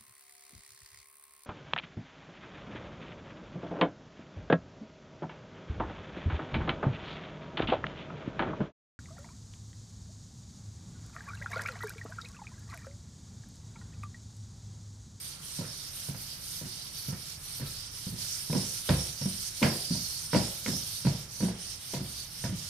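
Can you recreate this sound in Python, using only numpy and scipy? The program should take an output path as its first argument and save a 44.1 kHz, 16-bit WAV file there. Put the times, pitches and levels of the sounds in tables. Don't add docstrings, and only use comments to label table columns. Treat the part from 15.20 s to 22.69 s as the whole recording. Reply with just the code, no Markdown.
import sys
import numpy as np
from scipy import signal
from scipy.fft import rfft, irfft, next_fast_len
from scipy.io import wavfile

SR = 44100
rng = np.random.default_rng(int(sys.argv[2]) if len(sys.argv) > 2 else 0)


def generate_wav(sig):
    pcm = np.round(np.clip(np.atleast_2d(sig).T, -1, 1) * 32767).astype(np.int16)
    wavfile.write(sys.argv[1], SR, pcm)


N = 330309


def from_db(db):
    return 10 ** (np.asarray(db) / 20)


def unit_rms(x):
    return x / np.sqrt(np.mean(x ** 2) + 1e-20)


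def at_hz(curve, hz):
    frequency_hz, values = np.transpose(curve)
    return np.interp(np.log(hz), np.log(frequency_hz), values)


def drift(rate_hz):
    hop, settle = 40, 2000
    pole = np.exp(-2 * np.pi * rate_hz * hop / SR)
    noise = rng.standard_normal(N // hop + settle + 2)
    slow = signal.lfilter([1], [1, -2 * pole, pole * pole], noise)[settle:]
    return np.interp(np.arange(N) / hop, np.arange(len(slow)), unit_rms(slow))


def resonance(x, hz, width_hz):
    radius = np.exp(-np.pi * width_hz / SR)
    feedback = [1, -2 * radius * np.cos(2 * np.pi * hz / SR), radius ** 2]
    return signal.lfilter((1 - radius ** 2) / 2 * np.array([1, 0, -1]), feedback, x)


def damped_modes(hz, t60_s, swell_s):
    t = np.arange(SR // 2) / SR
    hz, t60_s = np.reshape(hz, (-1, 1)), np.reshape(t60_s, (-1, 1))
    return (1 - np.exp(-t / swell_s)) * from_db(-60 * t / t60_s) * np.sin(2 * np.pi * hz * t)


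# frequency_hz, coherence
COHERENCE = [(60, 1), (180, 0.89), (550, 0.63), (1650, 0.2), (4970, 0.066), (15000, 0.033)]
# frequency_hz, left_over_right_db
BALANCE = [(60, -2), (150, -1), (380, -1), (950, -0.5), (2380, -1.5), (5980, -8), (15000, 2)]
def stereo(mid, side, hz):
    coherence, polarity = at_hz(COHERENCE, hz), np.array([[1], [-1]])
    pair = np.sqrt((1 + coherence) / 2) * mid + np.sqrt((1 - coherence) / 2) * side * polarity
    return from_db(at_hz(BALANCE, hz) / 2 * polarity) * pair


# frequency_hz, relative_density_db
HOUSE_SPECTRUM = [(18, -47), (30, -3), (55, -5), (118, 2.5), (190, -10.5), (310, -18.5), (780, -20),
                  (1500, -19.5), (2600, -21.5), (6000, -42)]
def house_rumble(level_db, waver_db):
    out, edges_hz = 0, 20 * 2 ** np.arange(0, 8.6, .5)
    white = rng.standard_normal((2, 2, N))
    for k, (low, high) in enumerate(zip(edges_hz, edges_hz[1:])):
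        band = signal.butter(2, [low, high], "band", fs=SR, output="sos")
        mid, side = signal.sosfilt(band, white[k % 2])
        hz = np.sqrt(low * high)
        out += from_db(at_hz(HOUSE_SPECTRUM, hz) + waver_db * drift(5.2)) * stereo(mid, side, hz)
    return from_db(level_db) * unit_rms(out)


def room_reverb(x, t60_s, half_t60_hz):
    size = next_fast_len(N + SR)
    hz = np.arange(size // 2 + 1) * SR / size
    decay_s = t60_s / (1 + hz / half_t60_hz)
    response = np.zeros((2, len(hz)), complex)
    for k, delay_s in enumerate(np.geomspace(.011, .043, 20)):
        loop = from_db(-60 * delay_s / decay_s) * np.exp(-2j * np.pi * hz * delay_s)
        response[k % 2] += loop / (1 - loop) * (-1) ** (k // 2)
    shared = at_hz(COHERENCE, hz + 1)
    response = shared * response.mean(axis=0) * np.sqrt(2) + (1 - shared) * response
    return irfft(rfft(x.mean(axis=0), size) * response, size)[:, :N]


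# start_s, length_s, level_db, pitch_hz
NARROW_SURGES = [(.1, .25, -66, 1360), (.4, .11, -60, 1340), (.45, .095, -47, 5300), (.46, .09, -63, 1700),
                 (1.088, .075, -47, 4800), (1.38, .15, -64, 1370), (1.56, .1, -51, 4020),
                 (1.88, .12, -63, 1330), (1.9, .1, -60, 1790), (2.42, .1, -57, 1310), (3.06, .11, -42, 5600),
                 (3.332, .135, -40, 5150), (3.751, .115, -40, 5460), (3.995, .092, -41, 5510),
                 (4.416, .2, -42, 4820), (4.43, .15, -41, 5460), (5.113, .14, -42, 5000),
                 (5.133, .07, -45, 4450), (5.147, .19, -42, 5350), (5.465, .15, -41, 5250),
                 (5.833, .082, -43, 4390), (6.112, .16, -48, 6000), (6.18, .065, -45, 4520),
                 (6.955, .09, -46, 4570), (7.189, .08, -51, 6000), (7.229, .065, -50, 5200)]
def narrow_surges(relative_width):
    out, span = np.zeros((2, N + SR)), SR // 2
    for start_s, length_s, level_db, hz in NARROW_SURGES:
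        noise, width_hz = rng.standard_normal((2, span)), relative_width * hz
        mid, side = resonance(resonance(noise, hz, width_hz), hz, width_hz)
        swell = np.sin(np.pi * np.clip(np.arange(span) / SR / length_s, 0, 1))
        start = int(start_s * SR)
        out[:, start:start + span] += from_db(level_db) * swell * unit_rms(stereo(mid, side, hz))
    return out[:, :N]


def gear_mesh(cases, teeth_per_s, uneven_db, waver_db, whine_hz=0, whine_db=0):
    force = from_db(uneven_db * np.minimum(rng.exponential(1, (2, N)), 5))
    polarity = rng.choice([-1, 1], (2, N))
    impacts = force * polarity * (rng.random((2, N)) < teeth_per_s / SR)
    out = 0
    for k, (hz, width_hz, level_db) in enumerate(cases):
        own_impacts = np.roll(impacts, 30011 * k, axis=1)
        mid, side = resonance(resonance(own_impacts, hz, width_hz), hz, width_hz)
        swell_db = waver_db * (drift(3.34) + drift(32))
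        boost_db = whine_db * np.exp(-((hz - whine_hz) / 400) ** 2)
        out += from_db(level_db + swell_db + boost_db) * stereo(mid, side, hz)
    return unit_rms(out)


def stroke_power(level_db, rise_db):
    spin_up_s, spin_down_s, overlap_s, holding_db = 0.074, 0.076, 0.031, -10
    t = np.arange(N) / SR
    power = from_db(np.interp(t, np.array(SERVO_STROKES)[:, 0], level_db) + holding_db) ** 2
    for (start_s, length_s, *_), db, rise in zip(SERVO_STROKES, level_db, rise_db):
        age_s = t - start_s
        spin_up = (age_s + overlap_s) / spin_up_s
        spin_down = (length_s + overlap_s - age_s) / spin_down_s
        speed = np.clip(np.minimum(spin_up, spin_down), 0, 1)
        ramp_db = rise * np.clip(age_s / length_s - .5, -.5, .5)
        power += (speed * from_db(db + ramp_db)) ** 2
    return power


# centre_hz, width_hz, relative_db
GROWL_CASES = [(1367, 260, -9.5), (1900, 3140, -9), (2287, 210, -9.5), (3106, 780, -2), (3780, 750, 1)]
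WHIRR_CASES = [(4266, 320, 0.5), (4540, 550, 2), (4945, 600, -0.5), (5344, 560, -1.5), (5720, 680, -1.5),
               (6054, 1020, 0.5), (7140, 4100, -6)]
BRIGHT_CASES = [(8990, 1420, -2.5), (9680, 1850, -5.5), (11930, 4100, -7.5), (12650, 830, -10.5),
                (15100, 980, -42)]
# start_s, length_s, whirr_db, bright_db, growl_db,
# whirr_rise_db, bright_rise_db, whine_from_hz, whine_to_hz
SERVO_STROKES = [(0, 0.18, -44, -47.5, -51, -4, -14, 5230, 4900),
                 (0.208, 0.21, -43, -44.5, -51, 10, 8.6, 5300, 5350.0),
                 (0.416, 0.3, -44, -46.5, -53, 5, -2, 5190.0, 5330),
                 (0.722, 0.21, -43.5, -42.5, -48.5, 0.4, -2, 5300, 5130.0),
                 (0.957, 0.24, -44.5, -47, -51.5, 0, -4, 4980.0, 4890.0),
                 (1.188, 0.24, -44.5, -43.5, -51, 7, 5, 5290.0, 5270.0),
                 (1.439, 0.28, -44, -46, -52.5, 0.5, -4, 5030.0, 5170),
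                 (1.724, 0.22, -43.5, -44, -50, -1.5, -4, 5600, 5330),
                 (1.964, 0.21, -44, -46.5, -51, 2, -3.0, 5300, 4950),
                 (2.197, 0.22, -44.5, -42.5, -51.5, 8, 7, 5670, 5530),
                 (2.427, 0.28, -43, -46.5, -49.5, -1, -6, 5400, 5040),
                 (2.7, 0.22, -44, -46.5, -52.5, 4, 5.8, 5200.0, 5130),
                 (2.98, 0.31, -39.5, -39.5, -47.5, -4.5, -4, 4900, 5340.0),
                 (3.273, 0.35, -39, -40.5, -48.5, 3, 6, 5330, 5360),
                 (3.635, 0.31, -41, -40.5, -45.5, 0.5, 1, 4900, 5100),
                 (3.952, 0.37, -39.5, -43, -48.5, 3, 2, 5300, 5290.0),
                 (4.333, 0.37, -40.5, -40.5, -47, 1.5, 4.5, 5230, 5030),
                 (4.695, 0.41, -38.5, -41, -49.5, -6, -2, 5000, 5670),
                 (5.111, 0.33, -42.5, -42, -46.0, -11, -7, 5200, 5340.0),
                 (5.424, 0.39, -39, -41, -47.5, -2, 8, 5230, 5460),
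                 (5.787, 0.28, -45.5, -47, -50.5, -5, -9, 5200, 4970),
                 (6.09, 0.21, -44.5, -46, -56.5, -3, 5, 5670.0, 5700),
                 (6.373, 0.2, -42, -46.5, -50, 4, 1, 5430.0, 5290.0),
                 (6.58, 0.22, -44, -46.5, -49, 12.1, 4, 5230.0, 5200),
                 (6.824, 0.25, -46, -44.5, -50, 9, 0, 4800, 4600),
                 (7.083, 0.21, -44.5, -45, -51.5, 11, 4, 5100, 5480.0),
                 (7.332, 0.25, -42.5, -46, -50, 9, 7.6, 5200, 5300.0)]
def servos(strain_whirr_db, strain_growl_db, strain_t60_s):
    (start_s, length_s, whirr_db, bright_db, growl_db,
     rise_db, bright_rise_db, from_hz, to_hz) = np.transpose(SERVO_STROKES)
    glide_s = np.ravel([start_s + length_s / 5, start_s + length_s * 4 / 5], "F")
    whine_hz = np.interp(np.arange(N) / SR, glide_s, np.ravel([from_hz, to_hz], "F"))
    thud_db = np.array(FOOTFALLS)[:, 1]
    load_power = landing_decay(2 * thud_db, strain_t60_s / 2)
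    whirr = gear_mesh(WHIRR_CASES, 6000, uneven_db=0.5, waver_db=2, whine_hz=whine_hz, whine_db=5.5)
    bright = gear_mesh(BRIGHT_CASES, 4900, uneven_db=2, waver_db=1.78)
    growl = gear_mesh(GROWL_CASES, 4000, uneven_db=1.5, waver_db=1.2)
    whirr_power = stroke_power(whirr_db, rise_db) + load_power * from_db(strain_whirr_db) ** 2
    bright_power = stroke_power(bright_db, bright_rise_db)
    growl_power = stroke_power(growl_db, rise_db / 2) + load_power * from_db(strain_growl_db) ** 2
    return np.sqrt(whirr_power) * whirr + np.sqrt(bright_power) * bright + np.sqrt(growl_power) * growl


# start_s, level_db, pitch_hz
TIP_CLACKS = [(3.33, -27, 2290), (3.6925, -15, 3600), (4.428, -9.5, 2300), (5.1322, -18, 1520),
              (5.1462, -19, 2040), (5.4625, -19, 2150), (6.736, -22, 400), (6.7375, -31, 3220),
              (7.2409, -27, 1820)]
def tip_clacks(t60_s, overtone_ratio, overtone_db):
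    out = np.zeros((2, N + SR))
    for start_s, level_db, hz in TIP_CLACKS:
        low, high = damped_modes([hz, hz * overtone_ratio], [t60_s, t60_s / 2], swell_s=0.00025)
        clack = from_db(level_db) * (low - from_db(overtone_db) * high)
        start = int(start_s * SR)
        out[:, start:start + len(clack)] += stereo(clack, 0, hz)
    return out[:, :N]


def landing_decay(level_db, t60_s):
    impulses = np.full(N, 1e-18)
    impulses[(np.array(FOOTFALLS)[:, 0] * SR).astype(int)] = from_db(level_db)
    return signal.lfilter([1], [1, -from_db(-60 / (t60_s * SR))], impulses)


def at_landings(sounds):
    out = np.zeros((2, N + SR))
    for (start_s, *_), sound in zip(FOOTFALLS, sounds):
        start = int(start_s * SR)
        out[:, start:start + sound.shape[1]] += sound
    return out[:, :N]


def rattle(peaks, blow_db, crack_t60_s, rattle_t60_s, rattle_db):
    knee_db, slope = -22, 0.9
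    crack_db = blow_db + slope * np.minimum(blow_db - knee_db, 0)
    envelope = landing_decay(crack_db, crack_t60_s) + landing_decay(blow_db + rattle_db, rattle_t60_s)
    mid_side = envelope * rng.standard_normal((2, N)) * [[1], [.8]]
    return sum(from_db(level_db) * stereo(*resonance(mid_side, hz, width_hz), hz) * (-1) ** k
               for k, (hz, width_hz, level_db) in enumerate(peaks))


# centre_hz, width_hz, gain_db
LEG_RESONANCES = [(1417, 720, 4), (2050, 1470, 5), (2830, 1330, 3), (3560, 930, -7), (4800, 910, -7.5)]
def leg_ticks(tick_db, delay_s):
    ticks = rattle(LEG_RESONANCES, tick_db, crack_t60_s=0.024, rattle_t60_s=0.18, rattle_db=-1.5)
    return np.roll(ticks, int(delay_s * SR), axis=1)


def struck_wood(modes, blow_db, swell_s, spot_hz=600, db_per_octave=0):
    hz, level_db, t60_s = np.transpose(modes)
    polarity, scatter, spread = rng.standard_normal((len(FOOTFALLS), 3, len(modes))).swapaxes(0, 1)
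    octaves_away = np.abs(np.log2(hz / np.reshape(spot_hz, (-1, 1))))
    mode_db = blow_db[:, None] + level_db - db_per_octave * octaves_away + 2 * scatter
    mids = np.sign(polarity) * from_db(mode_db)
    sides = 0.82 * mids * spread
    rings = damped_modes(hz, t60_s, swell_s)
    return at_landings(stereo(mid, side, hz) @ rings for mid, side in zip(mids, sides))


def floor_thud(blow_db, spot_hz, t60_s, swell_s):
    rings = -from_db(blow_db)[:, None] * damped_modes(spot_hz, t60_s, swell_s)
    return at_landings(stereo(ring, 0, hz) for ring, hz in zip(rings, spot_hz))


# pitch_hz, gain_db, t60_s
JOIST_MODES = [(66, -5.5, 0.49), (95.4, -4.5, 0.36), (115.2, -4.5, 0.4), (140.7, -2, 0.23),
               (162, 3.5, 0.13), (182.8, 7, 0.065), (202.5, -1.5, 0.15), (237.7, 5, 0.12),
               (273, 4.5, 0.046), (288.2, 3, 0.095), (367.4, -5, 0.32)]
BOARD_MODES = [(466, 7.5, 0.027), (490.8, -2, 0.18), (535, -0.5, 0.1), (595, -1.5, 0.11), (687, -8.5, 0.17),
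               (784, -7, 0.049), (923, -0.5, 0.018), (954, 0, 0.086), (1039, -12, 0.14)]
# centre_hz, width_hz, gain_db
LOOSE_BOARDS = [(326, 28, 2), (474, 410, -2), (880, 900, -4), (1390, 1260, -8)]
# start_s, thud_db, knock_re_thud_db, tick_re_thud_db, spot_pitch_hz
FOOTFALLS = [(0.386, -27, -13.5, -13, 148), (0.409, -31, -8, -16, 115), (0.438, -38, -14, 0.5, 111),
             (0.886, -29.5, -14, -12, 146), (0.943, -34, -11, -4, 135), (1.412, -31, -14, -11, 149),
             (1.446, -34.5, -16, -19, 203), (1.884, -28.5, -17, -12, 140), (1.925, -32, -12, -4.5, 159),
             (2.397, -30, -13.5, -9, 153), (2.413, -27.5, -15.5, -12, 135), (2.867, -25, -23, -30, 137.5),
             (2.924, -28, -23, -26, 142), (2.985, -38, -15, -13, 111), (3.298, -23, -14.5, -15, 156),
             (3.328, -30, 0, -7.5, 224), (3.349, -16.5, -13, -31, 188.5), (3.688, -19, -11.5, -3.5, 180),
             (3.694, -25.5, 1, -13, 103), (3.704, -13, -27, -29, 161), (3.733, -25, -9, -10, 162),
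             (4.012, -27, -13, -9.5, 145), (4.056, -24, -16, -27, 189), (4.4164, -21.5, -12, -8, 258),
             (4.427, -16, -6, 1.5, 214), (4.447, -18.5, -14, -14, 129), (4.461, -22, -3.5, -9, 176),
             (4.705, -20, -25, -17, 169), (4.749, -36, -5, -22, 182), (5.131, -20.5, -1.5, -8, 162),
             (5.147, -23, 1, -10, 299), (5.156, -12.5, -22, -16, 185.4), (5.459, -30, -6, 0.5, 205),
             (5.479, -21, -14.5, -15, 167), (5.528, -28, -15, -29, 183), (5.848, -18, -20, -12.5, 171),
             (5.868, -17.5, -11.5, -21, 147.4), (5.911, -36, -9, -10, 137), (6.204, -26, -11.5, -9.5, 150),
             (6.224, -20.5, -11, -18, 209.4), (6.24, -22, -25, -25, 181), (6.283, -30, -6, -6.5, 186.4),
             (6.736, -28, -3.5, -6, 165), (6.761, -30.5, -15, -21, 128), (6.805, -24.5, -20, -27, 160),
             (7.238, -26.5, -9, -7, 122), (7.25, -26, -14, -11, 139.5), (7.289, -26.5, -38, -19, 121),
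             (7.323, -27, -35, -20, 171.6)]
def footsteps():
    _, thud_db, knock_re_thud_db, tick_re_thud_db, spot_hz = np.transpose(FOOTFALLS)
    knock_db = thud_db + knock_re_thud_db
    thud = floor_thud(thud_db, spot_hz, t60_s=.14, swell_s=0.0043)
    joists = struck_wood(JOIST_MODES, thud_db - 6, swell_s=0.0071, spot_hz=spot_hz, db_per_octave=9)
    knock = struck_wood(BOARD_MODES, knock_db - 6, swell_s=.0015)
    clatter = rattle(LOOSE_BOARDS, knock_db + 7.5, crack_t60_s=0.018, rattle_t60_s=0.5, rattle_db=-4.5)
    return thud + joists + knock + clatter + leg_ticks(thud_db + tick_re_thud_db, delay_s=.0025)


def scene():
    steps = footsteps() + tip_clacks(t60_s=.009, overtone_ratio=1.5, overtone_db=-4)
    reverb = from_db(-18.5) * room_reverb(steps, t60_s=0.34, half_t60_hz=22000)
    gears = servos(strain_whirr_db=-25, strain_growl_db=-30.5, strain_t60_s=0.7)
    surges = narrow_surges(relative_width=0.055)
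    return steps + reverb + gears + surges + house_rumble(level_db=-51, waver_db=0.97)


def record(dry):
    stopband_db, stopband_hz = 60, 15900
    return signal.sosfilt(signal.cheby2(24, stopband_db, stopband_hz, fs=SR, output="sos"), dry)


dry = scene()
out = record(dry)
generate_wav(out)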